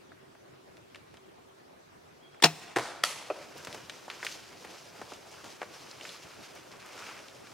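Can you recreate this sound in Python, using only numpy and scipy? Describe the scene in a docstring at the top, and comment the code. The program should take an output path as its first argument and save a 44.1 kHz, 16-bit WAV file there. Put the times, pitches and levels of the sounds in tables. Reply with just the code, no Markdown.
"""A quiet wood hushes over a faint drone that soon sinks a little; a few faint sticks snap and a small bird peeps.
A compound bow is shot close by: noise bursts through resonant bodies for release and slam, decaying sines for twang.
The arrow smacks home, cracks a branch and knocks on distant wood, each blow scattered back by a grainy tail.
Two deer bolt: filtered crackle swells with each bound through ferns and dry leaves, with sticks snapping as bursts."""
import sys
import numpy as np
from scipy import signal
from scipy.fft import rfft, irfft, next_fast_len
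from scipy.io import wavfile
from scipy.ndimage import uniform_filter1d, map_coordinates

SR = 44100
rng = np.random.default_rng(int(sys.argv[2]) if len(sys.argv) > 2 else 0)


def bounce(signal):
    """Save signal as a 16-bit WAV file at the path given by the first command-line argument."""
    frames = np.transpose(np.atleast_2d(signal))
    limited = np.clip(frames, -1, 1)
    pcm = np.round(limited * 32767).astype(np.int16)
    wavfile.write(sys.argv[1], SR, pcm)


N = 332320

# All dB values in the tables are relative; every t60 is nominal.
# Colour of the hush. Each row: frequency in Hz, level in dB.
AIR_COLOUR_HZ_DB = [(15, -53), (25, -18), (53, -24), (72, -12), (134, -5), (166, -5.5), (200, -8.5),
                    (335, -4), (373, -3.5), (463, -5.5), (641, -7), (1740, -16), (2760, -20), (5430, -25.5),
                    (16000, -37.5)]
# Stereo likeness of the hush. Each row: frequency in Hz, left-right correlation.
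AIR_ALIKE_HZ = [(25, 0.2), (60, 1), (150, 0.63), (380, -0.45), (950, -0.31), (2380, 0.14), (5980, 0.21),
                (15000, -0.18)]

# Decay of the echo among the trees. Each row: frequency in Hz, t60 in seconds.
WOOD_T60_HZ_S = [(150, 0.46), (600, 0.93), (2500, 0.91), (6000, 0.68), (14000, 0.5)]
# Colour of that echo. Each row: frequency in Hz, level in dB.
WOOD_ECHO_HZ_DB = [(100, 14), (300, -3), (700, -0.5), (3000, -1.5), (9000, 6.5), (15000, 6)]
# Stereo likeness of that echo. Each row: frequency in Hz, left-right correlation.
WOOD_ALIKE_HZ = [(200, 0.93), (1500, 0.98), (5000, 0.71), (14000, 0.07)]
# Stereo likeness of near sounds. Each row: frequency in Hz, left-right correlation.
NEAR_ALIKE_HZ = [(200, 1), (2000, 0.88), (5000, 0.3), (12000, 0.89)]
# Stereo likeness of far sounds. Each row: frequency in Hz, left-right correlation.
FAR_ALIKE_HZ = [(200, 0.97), (4000, 0.98), (12000, 0.23)]

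# Bird peep. Each row: time in seconds, pitch in Hz, level in dB.
PEEP_S_HZ_DB = [(2.2, 2950, -69), (2.213, 3150, -65), (2.235, 3380, -58), (2.25, 3190, -55),
                (2.268, 3360, -57), (2.285, 3320, -65)]

# Bounds through the undergrowth. Each row: top in seconds, leaf, twig and ground levels in dB, swell in seconds.
BOUNDS = [(3.2, -56, -62, -49.5, 0.076), (3.39, -57, -54, -58, .05), (3.584, -55, -56, -55, 0.027),
          (3.75, -54, -54.5, -51, 0.1), (3.95, -57, -62, -60, 0.039), (4.14, -55.5, -54.5, -57, 0.035),
          (4.29, -46.5, -56.5, -57, 0.083), (4.53, -62, -63, -57, 0.022), (4.751, -55, -58, -53.5, 0.16),
          (4.961, -65, -58.5, -54, 0.024), (5.12, -55.5, -61.5, -56, 0.13), (5.35, -57.5, -59, -60, .04),
          (5.47, -52.5, -58.5, -54, 0.022), (5.76, -54.5, -59, -65, 0.054), (5.88, -56, -58, -63, 0.021),
          (6.08, -48.5, -52.5, -54, 0.067), (6.3, -63, -57.5, -56, 0.06),
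          (6.45, -56.5, -56.5, -57.5, 0.048), (6.55, -62, -59.5, -62, 0.023), (6.72, -76, -54, -72, 0.016),
          (6.81, -58, -55, -69.5, 0.023), (7.0, -53, -50.5, -53.5, .12), (7.111, -52.5, -50, -52.5, 0.11),
          (7.479, -60, -56.5, -71, 0.049)]
# Heavy landings on soft soil. Each row: top in seconds, level in dB, swell in seconds, t60 in seconds.
LANDINGS = [(3.578, -57, 0.0053, 0.099), (3.686, -51, 0.0082, 0.09), (3.77, -58, 0.0067, 0.11),
            (3.832, -54, 0.0071, 0.13), (6.25, -56, .01, 0.11)]
# Colour of the soil under a landing. Each row: frequency in Hz, level in dB.
SOIL_COLOUR_HZ_DB = [(25, -45), (50, -22), (80, -3), (130, -3), (220, -5.5), (600, -23), (3000, -68)]
# Colour of swept leaves. Each row: frequency in Hz, level in dB.
LEAF_COLOUR_HZ_DB = [(500, -25), (1800, -10.5), (2900, -3.5), (3900, -4.5), (5200, -2.5), (6400, -5.5),
                     (8200, -13.5), (11500, -17), (15800, -26.5)]
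# Colour of crunched twigs. Each row: frequency in Hz, level in dB.
TWIG_COLOUR_HZ_DB = [(250, -30), (600, -18), (900, 1), (1400, 3), (1900, -1.5), (2650, -1), (3600, -12.5),
                     (8000, -18), (15000, -47)]
# Colour of churned litter. Each row: frequency in Hz, level in dB.
GROUND_COLOUR_HZ_DB = [(40, -40), (90, -8), (200, -6.5), (330, -0.5), (480, 1), (700, 1), (1100, -8.5),
                       (3000, -28), (8000, -32)]
# Colour of ticking dry stems. Each row: frequency in Hz, level in dB.
TICK_COLOUR_HZ_DB = [(400, -25), (1000, -13), (2300, 12), (3800, -11.5), (5200, 2.5), (8000, -32),
                     (15000, -22)]
# Colour of the hiss of stirred fronds. Each row: frequency in Hz, level in dB.
SETTLING_COLOUR_HZ_DB = [(1500, -30), (5000, 0), (9000, 2), (15500, -5)]
# Stereo likeness of the rustle. Each row: frequency in Hz, left-right correlation.
RUN_ALIKE_HZ = [(60, 1), (150, 1), (380, 0.71), (950, 0.92), (2380, 0.96), (5980, 0.78), (15000, 0.048)]
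STIR_LEAF_DB, STIR_TWIG_DB, STIR_GROUND_DB = -61, -62, -59.5  # unbroken rustle under the bounds, relative
BOUND_T60_S, SOIL_T60_S = 0.93, 0.54  # leaves and twigs; the litter settles sooner
HOOF_LEAD_S = 0.013  # the hoofs land before the leaves peak

# Breaking sticks. Each row: start in seconds, level in dB, pitch in Hz, width in octaves, splinter level in dB.
STICKS = [(0.118, -51.5, 1450, 0.46, -30), (0.35, -54, 900, 1.1, -28), (0.769, -57.5, 2520, 1.16, -20),
          (0.946, -45, 2180, 0.55, -16), (0.957, -48, 1840, 1.2, -26), (1.141, -53.5, 1100, 1.7, -24),
          (1.17, -52, 2260, 0.86, -20), (2.344, -55, 1280, 1, -18), (2.4, -53, 1540, 0.69, -13),
          (3.579, -50.5, 7000, 1.2, -10), (3.648, -42.5, 2630, 1.6, -11), (3.671, -40, 1070, 1.8, -22),
          (3.727, -44, 2770, 1.1, -15), (3.745, -40, 800, 2.3, -20), (3.896, -36, 2360, 0.86, -13),
          (4.08, -40, 980, 0.71, -18), (4.1, -37, 1880, 1.23, -38), (4.112, -42.5, 2220, 0.98, -28),
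          (4.228, -33.5, 1540, 0.65, -28), (4.248, -37, 1580, 2.2, -20), (4.266, -31.5, 2140, 0.75, -16),
          (4.647, -44.5, 780, 2.1, -21), (5.014, -36.5, 790, 1.25, -27), (5.119, -39.5, 530, 1.5, -17),
          (5.135, -46.5, 3620, 0.78, -11), (5.314, -53, 4550, 0.79, -8), (5.442, -46, 900, 2.2, -13),
          (5.616, -33.5, 1070, 1.08, -29), (5.628, -37.5, 940, 1.3, -23), (5.912, -45.5, 4700, 0.31, -6),
          (6.01, -39, 2500, 0.42, -16), (6.051, -42, 1800, 0.74, -22), (6.091, -42, 3600, 0.36, -8),
          (6.552, -58, 9000, 1, -10), (6.86, -54, 8500, 1.0, -7), (7.065, -45.5, 1800, 0.76, -20.5),
          (7.283, -48, 2960, 0.79, -16)]
THUD_DB, THUD_DB_PER_OCTAVE = -10, -8  # thud of a 1 kHz stick; thin, high sticks take less weight to break
SNAP_T60_S, SNAP_GROWTH_POWER = 0.055, 0.38  # nominal t60 one octave wide; wide, ragged breaks last longer
SPRIG_DB, SPRIG_SCATTER_DB = -1.5, 2  # small sticks under each bound: level over its twigs, scatter
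SPRIG_HZ, SPRIG_SCATTER_OCTAVES = 2600, .8  # middle pitch, furthest scatter
SPRIG_WIDTH_OCTAVES, SPRIG_SPLINTER_DB = .8, -13

# Arrow striking home. Each row: top in seconds, level in dB, swell in seconds, t60 in seconds.
SMACK = [(2.763, -21.5, 0.0028, 0.046), (2.7692, -23, 0.00074, 0.1), (2.7865, -25, 0.0023, 0.049),
         (2.7955, -32, 0.002, 0.18)]
# Arrow splitting a branch. Each row: top in seconds, level in dB, swell in seconds, t60 in seconds.
BRANCH = [(3.0385, -14.5, 0.0022, 0.019), (3.049, -31.5, 0.0084, 0.11)]
# Arrow ending on a trunk. Each row: top in seconds, level in dB, swell in seconds, t60 in seconds.
TRUNK = [(3.3015, -22.5, 0.00059, 0.054), (3.3085, -30, 0.001, 0.079)]
# Broad colour of the smack. Each row: frequency in Hz, level in dB.
SMACK_COLOUR_HZ_DB = [(41, -50), (70, -24), (126, -4), (199, -20), (360, 5), (649, -4), (892, -8.5),
                      (1020, -0.5), (1120, -4), (1850, -7.5), (2980, -13.5), (9270, -22.5), (16000, -41)]
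# Broad colour of the branch. Each row: frequency in Hz, level in dB.
BRANCH_COLOUR_HZ_DB = [(88, -68), (150, -32), (716, -1.5), (888, -15), (1340, -1.5), (1600, -16),
                       (1760, -3.5), (3220, -4.5), (4000, -14), (4580, -11.5), (6140, -14.5), (10000, -12),
                       (16000, -28)]
# Broad colour of the trunk. Each row: frequency in Hz, level in dB.
TRUNK_COLOUR_HZ_DB = [(76, -62), (130, -34), (205, -50), (329, -4), (662, -1.5), (1100, -9.5), (1390, -12),
                      (1680, -19), (2270, -19), (2490, -18), (2960, -23), (5840, -39), (12000, -55),
                      (15600, -85), (22000, -120)]
# Resonances of the smack. Each row: frequency in Hz, width in Hz, height in dB.
SMACK_RING = [(393, 190, -2), (770, 240, 10.5), (1820, 210, 5.5)]
# Resonances of the branch. Each row: frequency in Hz, width in Hz, height in dB.
BRANCH_RING = [(1360, 310, 9.5), (1950, 360, 6), (3290, 530, 8), (4600, 430, 14.5), (5700, 950, 11.5)]
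# Resonances of the trunk. Each row: frequency in Hz, width in Hz, height in dB.
TRUNK_RING = [(377, 150, 4), (553, 230, 8), (700, 68, 5.5), (1010, 150, 2), (1340, 210, 10),
              (2500, 350, 10.5)]
# The smack as the brush throws it back. Each row: frequency in Hz, level in dB.
SMACK_SPRAY_HZ_DB = [(100, -28), (250, -7.5), (420, -1), (950, -2.5), (1500, -1.5), (2500, -9),
                     (5000, -12.5), (9000, -20.5), (15000, -35)]
# Splinters flying into the leaves. Each row: frequency in Hz, level in dB.
BRANCH_SPRAY_HZ_DB = [(150, -23), (500, -1), (1400, 0), (3000, 3.5), (5000, -3.5), (10000, -7.5),
                      (12500, -13), (16000, -32)]

# Jolts of the bow's release. Each row: top in seconds, level in dB, swell in seconds, t60 in seconds.
RELEASE = [(2.4235, -23.5, 0.00087, 0.043), (2.4265, -20, 0.0023, 0.029)]
# String slam and limb rebound. Each row: top in seconds, level in dB, swell in seconds, t60 in seconds.
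SLAM = [(2.4425, -10.5, 0.0054, 0.064), (2.458, -19.5, 0.0078, 0.069)]
# Broad colour of the release. Each row: frequency in Hz, level in dB.
RELEASE_COLOUR_HZ_DB = [(88, -66), (150, -11), (905, -2), (1560, -20), (1830, 3), (2550, -17), (2760, -9),
                        (3620, -3), (4080, -12), (5150, -6.5), (6640, -18), (8400, -7.5), (16000, -25)]
# Broad colour of the slam. Each row: frequency in Hz, level in dB.
SLAM_COLOUR_HZ_DB = [(35, -42), (60, -37), (139, -12), (924, -2), (1740, -7.5), (1860, -6), (2090, -10),
                     (2520, -3.5), (3040, -9), (4220, -4), (5460, -18), (6000, -11), (6430, -10),
                     (11500, -20), (16000, -20)]
# Resonances of the bow's riser. Each row: frequency in Hz, width in Hz, height in dB.
RISER_RING = [(337, 190, 7), (926, 59, 3), (1250, 170, -6), (1930, 200, 3), (2580, 450, 3), (3340, 330, 2),
              (4180, 930, -2), (5380, 500, 13.5)]
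# Modes of string and limbs. Each row: frequency in Hz, level in dB, t60 in seconds.
TWANG_MODES = [(158.7, -22, 0.23), (175, -41, .14), (315, -36.5, 0.22), (700, -18, 0.14), (827, -19, 0.075),
               (1260, -28, 0.12), (2840, -11.5, 0.07)]
# The shaft racing over its rest. Each row: time in seconds, pitch in Hz, level in dB.
ZIP_S_HZ_DB = [(2.438, 2713, -32), (2.44, 3210, -14), (2.4413, 3810, -10), (2.4435, 4390, -8.5),
               (2.4455, 5300, -14), (2.448, 5370, -11)]

TOP_HZ = 16000


def amp(db):
    """Decibels to gain."""
    return 10 ** (np.asarray(db) / 20)


def unit(x):
    """Scaled to rms 1."""
    return x / np.sqrt(np.mean(x ** 2) + 1e-20)


def along(points, hz):
    """(Hz, value) points read on a log axis."""
    point_hz, value = np.transpose(points)
    return np.interp(np.log(hz + 1), np.log(point_hz + 1), value)


def clock():
    """The time of every sample in seconds."""
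    return np.arange(N) / SR


def wobble(rate_hz):
    """A smooth random curve through rate_hz knots a second."""
    knots = rng.standard_normal(int(N * rate_hz / SR) + 4)
    return map_coordinates(knots, [clock() * rate_hz])


def filtered(x, response):
    """x times a response of frequency."""
    size = next_fast_len(x.shape[-1] + SR // 8)
    spectrum = rfft(x, size) * response(np.fft.rfftfreq(size, 1 / SR))
    return irfft(spectrum, size)[..., :x.shape[-1]]


def spread(pair, alike):
    """Two unrelated signals mixed to left and right of a given likeness."""
    def mid_side_gains(hz):
        turn = np.arccos(np.clip(along(alike, hz), -1, 1)) / 2
        return np.array([np.cos(turn), np.sin(turn)])

    mid, side = filtered(pair, mid_side_gains)
    return np.array([mid + side, mid - side])


def add(track, start_s, sound):
    """Mix a sound into a track at start_s."""
    part = track[:, max(round(start_s * SR), 0):][:, :sound.shape[1]]
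    part += sound[:, :part.shape[1]]


def body(colour, rings):
    """Gain in dB of a broad colour with resonances standing on it."""
    def gain_db(hz):
        peaks_db = sum(db / (1 + (2 * (hz - ring_hz) / width_hz) ** 2) for ring_hz, width_hz, db in rings)
        return along(colour, hz) + peaks_db

    return gain_db


def causal_response(gain_db, size):
    """Minimum-phase spectrum of a body, by folding its cepstrum."""
    gain = amp(gain_db(np.fft.rfftfreq(size, 1 / SR)))
    cepstrum = irfft(np.log(np.maximum(unit(gain), 1e-6)))
    fold = np.r_[1, np.full(size // 2 - 1, 2), 1, np.zeros(size // 2 - 1)]
    return np.exp(rfft(cepstrum * fold))


def blows(rows, gain_db, alike, snap=0, size=8192):
    """Each blow is a burst of tiny contacts through a causal body; snap is the share of one clean fracture."""
    response = causal_response(gain_db, size)
    top = size // 16
    t = (np.arange(size) - top) / SR
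    snap = np.clip(snap, 0, 1)
    track = np.zeros((2, N))
    for top_s, db, swell_s, t60_s in rows:
        shape = np.exp(-(np.minimum(t, 0) / swell_s) ** 2) * amp(-60 * np.maximum(t, 0) / t60_s)
        contacts = shape * rng.standard_normal((2, size))
        even = irfft(np.exp(1j * np.angle(rfft(contacts))))  # excites all pitches alike
        burst = np.sqrt(1 - snap) * unit(even * np.sqrt(shape))
        burst[0, top] += np.sqrt(snap * size)
        burst *= amp(db) * np.sqrt(np.mean(shape ** 2))
        add(track, top_s + t[0], spread(irfft(rfft(burst) * response), alike))
    return track


def wood(x, onset_s, grain_db):
    """Trunks and leaves scatter a sound back: a one-second grainy tail that builds up over onset_s."""
    t = np.arange(SR) / SR
    knots = SR // 150
    trunks = amp(grain_db * np.interp(t, np.linspace(0, 1, knots), rng.standard_normal(knots)))
    hz, when_s, z = signal.stft(rng.standard_normal((2, SR)) * trunks, SR, nperseg=256)
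    decay_db = 60 * when_s / along(WOOD_T60_HZ_S, hz)[:, None]
    fade = amp(along(WOOD_ECHO_HZ_DB, hz)[:, None] - decay_db)
    tail = signal.istft(z * fade, SR, nperseg=256)[1][:, :SR]
    tail = spread(tail * (1 - np.exp(-(t / onset_s) ** 2)), WOOD_ALIKE_HZ)
    return signal.fftconvolve(x.mean(0)[None], tail / np.linalg.norm(tail[0]), axes=1)[:, :N]


def rush(source, spectrum, alike, patchy_db):
    """A stereo rush of rms 1 whose colour drifts in random patches."""
    z = signal.stft(source, nperseg=512)[2]
    field = uniform_filter1d(rng.standard_normal(z.shape[1:]), 7, 0)  # over frequency
    field = uniform_filter1d(field, 8, 1)  # over time
    pair = signal.istft(z * amp(patchy_db * unit(field)), nperseg=512)[1][:, :N]
    return unit(spread(filtered(pair, lambda hz: amp(along(spectrum, hz))), alike))


def grains(per_second, size_db):
    """Sparse clicks of very unequal size."""
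    sizes = amp(size_db * np.minimum(rng.exponential(size=(2, N)), np.pi))
    hits = rng.random((2, N)) < per_second / SR
    return unit(hits * sizes * rng.choice([-1, 1], (2, N)))


def rustle(level_db, spectrum, per_second, size_db, blur, flutter_db):
    """Countless small breaks, partly blurred into noise, under a fluttering level."""
    crackle = unit(grains(per_second, size_db) + blur * rng.standard_normal((2, N)))
    level = amp(level_db + flutter_db * wobble(55))
    return level * rush(crackle, spectrum, RUN_ALIKE_HZ, patchy_db=1.0)


def glide(rows):
    """A pure tone that follows (s, Hz, dB) rows, alike in both channels."""
    s, hz, db = np.transpose(rows)
    t = clock()
    phase = 2 * np.pi * np.cumsum(np.interp(t, s, hz)) / SR
    tone = amp(np.interp(t, s, db)) * np.sin(phase)
    return np.tile(tone * (t > s[0]) * (t < s[-1]), (2, 1))


def swells(tops_s, levels_db, rises_s, t60_s, stir_db):
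    """Level in dB of bounds that swell and die away over a steady stir, summed as power."""
    t = clock()
    power = np.full(N, amp(stir_db) ** 2)
    for top_s, db, rise_s in zip(tops_s, levels_db, rises_s):
        near = slice(max(round((top_s - .5) * SR), 0), round((top_s + 1) * SR))
        age = t[near] - top_s
        rise = np.exp(-(np.minimum(age, 0) / rise_s) ** 2)
        power[near] += (rise * amp(db - 60 * np.maximum(age, 0) / t60_s)) ** 2
    return 10 * np.log10(power)


def air(drone_hz=382, width_hz=22):
    """The hush of the wood as patchy noise, with a faint distant drone of narrow-band noise."""
    noise = rng.standard_normal((2, N))
    level = amp(-55.5 + 0.18 * wobble(3.4))
    hush = level * rush(noise, AIR_COLOUR_HZ_DB, AIR_ALIKE_HZ, patchy_db=1.87)
    resonance = lambda hz: 1 / (1 + ((hz - drone_hz) / width_hz) ** 2)
    drone = unit(filtered(rng.standard_normal((2, N)), resonance))
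    return hush + amp(np.interp(clock(), [.8, 1.6], [-64.5, -67.5])) * drone


def bird():
    """One thin wavering peep, a gliding sine, from far among the trees."""
    peep = amp(-3.0) * glide(PEEP_S_HZ_DB)
    return peep + amp(1) * wood(peep, onset_s=.012, grain_db=1)


def undergrowth():
    """With each bound the hoofs churn the soft litter, crunch dead twigs and sweep through leaves."""
    tops_s, leaf_tops_db, twig_tops_db, ground_tops_db, rises_s = np.transpose(BOUNDS)
    leaf_db = swells(tops_s, leaf_tops_db, rises_s, BOUND_T60_S, STIR_LEAF_DB)
    twig_db = swells(tops_s, twig_tops_db, rises_s, BOUND_T60_S, STIR_TWIG_DB)
    ground_db = swells(tops_s - HOOF_LEAD_S, ground_tops_db, rises_s, SOIL_T60_S, STIR_GROUND_DB)
    leaves = rustle(leaf_db, LEAF_COLOUR_HZ_DB, per_second=1300, size_db=-2.0, blur=1.0, flutter_db=1.34)
    twigs = rustle(twig_db, TWIG_COLOUR_HZ_DB, per_second=400, size_db=2, blur=1.0, flutter_db=1.5)
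    ground = rustle(ground_db, GROUND_COLOUR_HZ_DB, per_second=250, size_db=2.5, blur=1.54, flutter_db=1.75)
    # single dry stems tick wherever leaves and twigs are pressed together
    tick_db = (leaf_db + twig_db) / 2
    ticks = rustle(tick_db, TICK_COLOUR_HZ_DB, per_second=70, size_db=2.5, blur=0, flutter_db=3.0)
    # stirred fronds keep up a fine hiss between the bounds
    settling = rustle(-68, SETTLING_COLOUR_HZ_DB, per_second=4100, size_db=2, blur=1.9, flutter_db=-0.5)
    crashing = amp(0.5) * leaves + amp(0.84) * twigs + ground + amp(-13.0) * ticks + settling
    bolting = np.interp(clock(), [2.75, 3.3], [0, 1])
    return bolting * crashing + blows(LANDINGS, body(SOIL_COLOUR_HZ_DB, []), FAR_ALIKE_HZ)


def sprigs(count=3, scatter_s=.045):
    """Every bound also breaks a few small sticks of chance size, as rows like those of STICKS."""
    chance = rng.standard_normal((len(BOUNDS), count, 3))
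    rows = []
    for (top_s, _, twig_db, _, _), draws in zip(BOUNDS, chance):
        for when, force, thinness in draws:
            db = twig_db + SPRIG_DB + SPRIG_SCATTER_DB * force
            pitch_hz = SPRIG_HZ * 2 ** (SPRIG_SCATTER_OCTAVES * np.tanh(thinness))
            rows.append((top_s + scatter_s * when, db, pitch_hz, SPRIG_WIDTH_OCTAVES, SPRIG_SPLINTER_DB))
    return rows


def hump(hz, centre_hz, octaves):
    """A smooth band of rms 1 around a pitch."""
    return unit(1 / (1 + (np.log2((hz + 1) / centre_hz) / octaves) ** 4))


def sticks(thud_hz=400, splinter_hz=6500, delay_s=0.000997):
    """A stick snaps around its pitch just after its listed start, with a thud from the soil and a splinter spray."""
    snaps = np.zeros((2, N))
    for start_s, db, pitch_hz, octaves, splinter_db in STICKS + sprigs():
        thud_db = THUD_DB + THUD_DB_PER_OCTAVE * np.log2(pitch_hz / 1000)
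        t60_s = SNAP_T60_S * octaves ** SNAP_GROWTH_POWER

        def gain_db(hz):
            thud = amp(thud_db) * hump(hz, thud_hz, 0.96)
            splinters = amp(splinter_db) * hump(hz, splinter_hz, 0.57)
            return 20 * np.log10(hump(hz, pitch_hz, octaves) + thud + splinters)

        clean = np.interp(pitch_hz, [1000, 2300], [.12, .5])  # thin dry sticks break at once, thick ones crunch
        snaps += blows([(start_s + delay_s, db, .0004, t60_s)], gain_db, FAR_ALIKE_HZ, snap=clean)
    echo = wood(snaps, onset_s=0.0032, grain_db=-2.0)
    return amp(2) * snaps * amp([[.3], [-.3]]) + amp(-5.5) * echo


def arrow():
    """The arrow strikes the deer, splits a branch and ends against a trunk; the brush scatters each blow."""
    smack = blows(SMACK, body(SMACK_COLOUR_HZ_DB, SMACK_RING), FAR_ALIKE_HZ, snap=0.37)
    crack = blows(BRANCH, body(BRANCH_COLOUR_HZ_DB, BRANCH_RING), FAR_ALIKE_HZ, snap=0.19)
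    knock = blows(TRUNK, body(TRUNK_COLOUR_HZ_DB, TRUNK_RING), FAR_ALIKE_HZ, snap=0.48)
    # the sprays are heard only through their echoes
    smack_spray = blows(SMACK[:1], body(SMACK_SPRAY_HZ_DB, []), FAR_ALIKE_HZ, snap=0.98)
    crack_spray = blows(BRANCH[:1], body(BRANCH_SPRAY_HZ_DB, []), FAR_ALIKE_HZ, snap=0.91)
    echoes = amp(-2.5) * wood(smack_spray, onset_s=0.052, grain_db=1.0)
    echoes += amp(-3.5) * wood(crack_spray, onset_s=0.0049, grain_db=1.5)
    echoes += amp(-7.5) * wood(knock, onset_s=0.028, grain_db=-0.5)
    return (smack + crack + knock) * amp([[.3], [-.3]]) + echoes


def twang(start_s):
    """String and limbs ring down as decaying sines with a soft onset."""
    t = np.maximum(clock() - start_s, 0)
    ringing = sum(amp(db - 60 * t / t60_s) * np.sin(2 * np.pi * hz * t) for hz, db, t60_s in TWANG_MODES)
    return ringing * (1 - np.exp(-t / 0.012))


def bow(lag_s=.00004, side_db=1.0, buzz_db=-35, buzz_t60_s=0.39, dull_hz=11000):
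    """The release trips, the shaft zips off, the string slams into its stop and the limbs ring down."""
    riser = body(SLAM_COLOUR_HZ_DB, RISER_RING)
    stop_s = SLAM[0][0]
    jolts = blows(RELEASE, body(RELEASE_COLOUR_HZ_DB, []), NEAR_ALIKE_HZ) + blows(SLAM, riser, NEAR_ALIKE_HZ)
    # loose fittings shiver on
    buzz = blows([(stop_s + 0.015, buzz_db, .006, buzz_t60_s)], riser, WOOD_ALIKE_HZ)
    ring = twang(stop_s - 0.0049)
    # just left of centre: the left channel leads and is louder
    lead = lambda hz: np.exp(1j * np.pi * lag_s * np.array([hz, -hz]))
    near = filtered(jolts + glide(ZIP_S_HZ_DB) + buzz + ring, lead)
    # the trees are far, so their answer comes late and dull
    dulled = filtered(jolts + ring, lambda hz: 1 / np.hypot(1, hz / dull_hz))
    answer = wood(dulled, onset_s=0.21, grain_db=3.0)
    return near * amp([[side_db], [-side_db]]) + amp(-24.5) * answer


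def scene():
    """Everything that sounds in the wood."""
    return bow() + arrow() + sticks() + undergrowth() + bird() + air()


def record(dry):
    """The highest peaks are rounded off and a steep low-pass ends the band at TOP_HZ."""
    rounded = dry / (1 + np.abs(dry / .9) ** 4) ** (1 / 4)
    return filtered(rounded, lambda hz: 1 / (1 + (hz / TOP_HZ) ** 120))


dry = scene()
out = record(dry)
bounce(out)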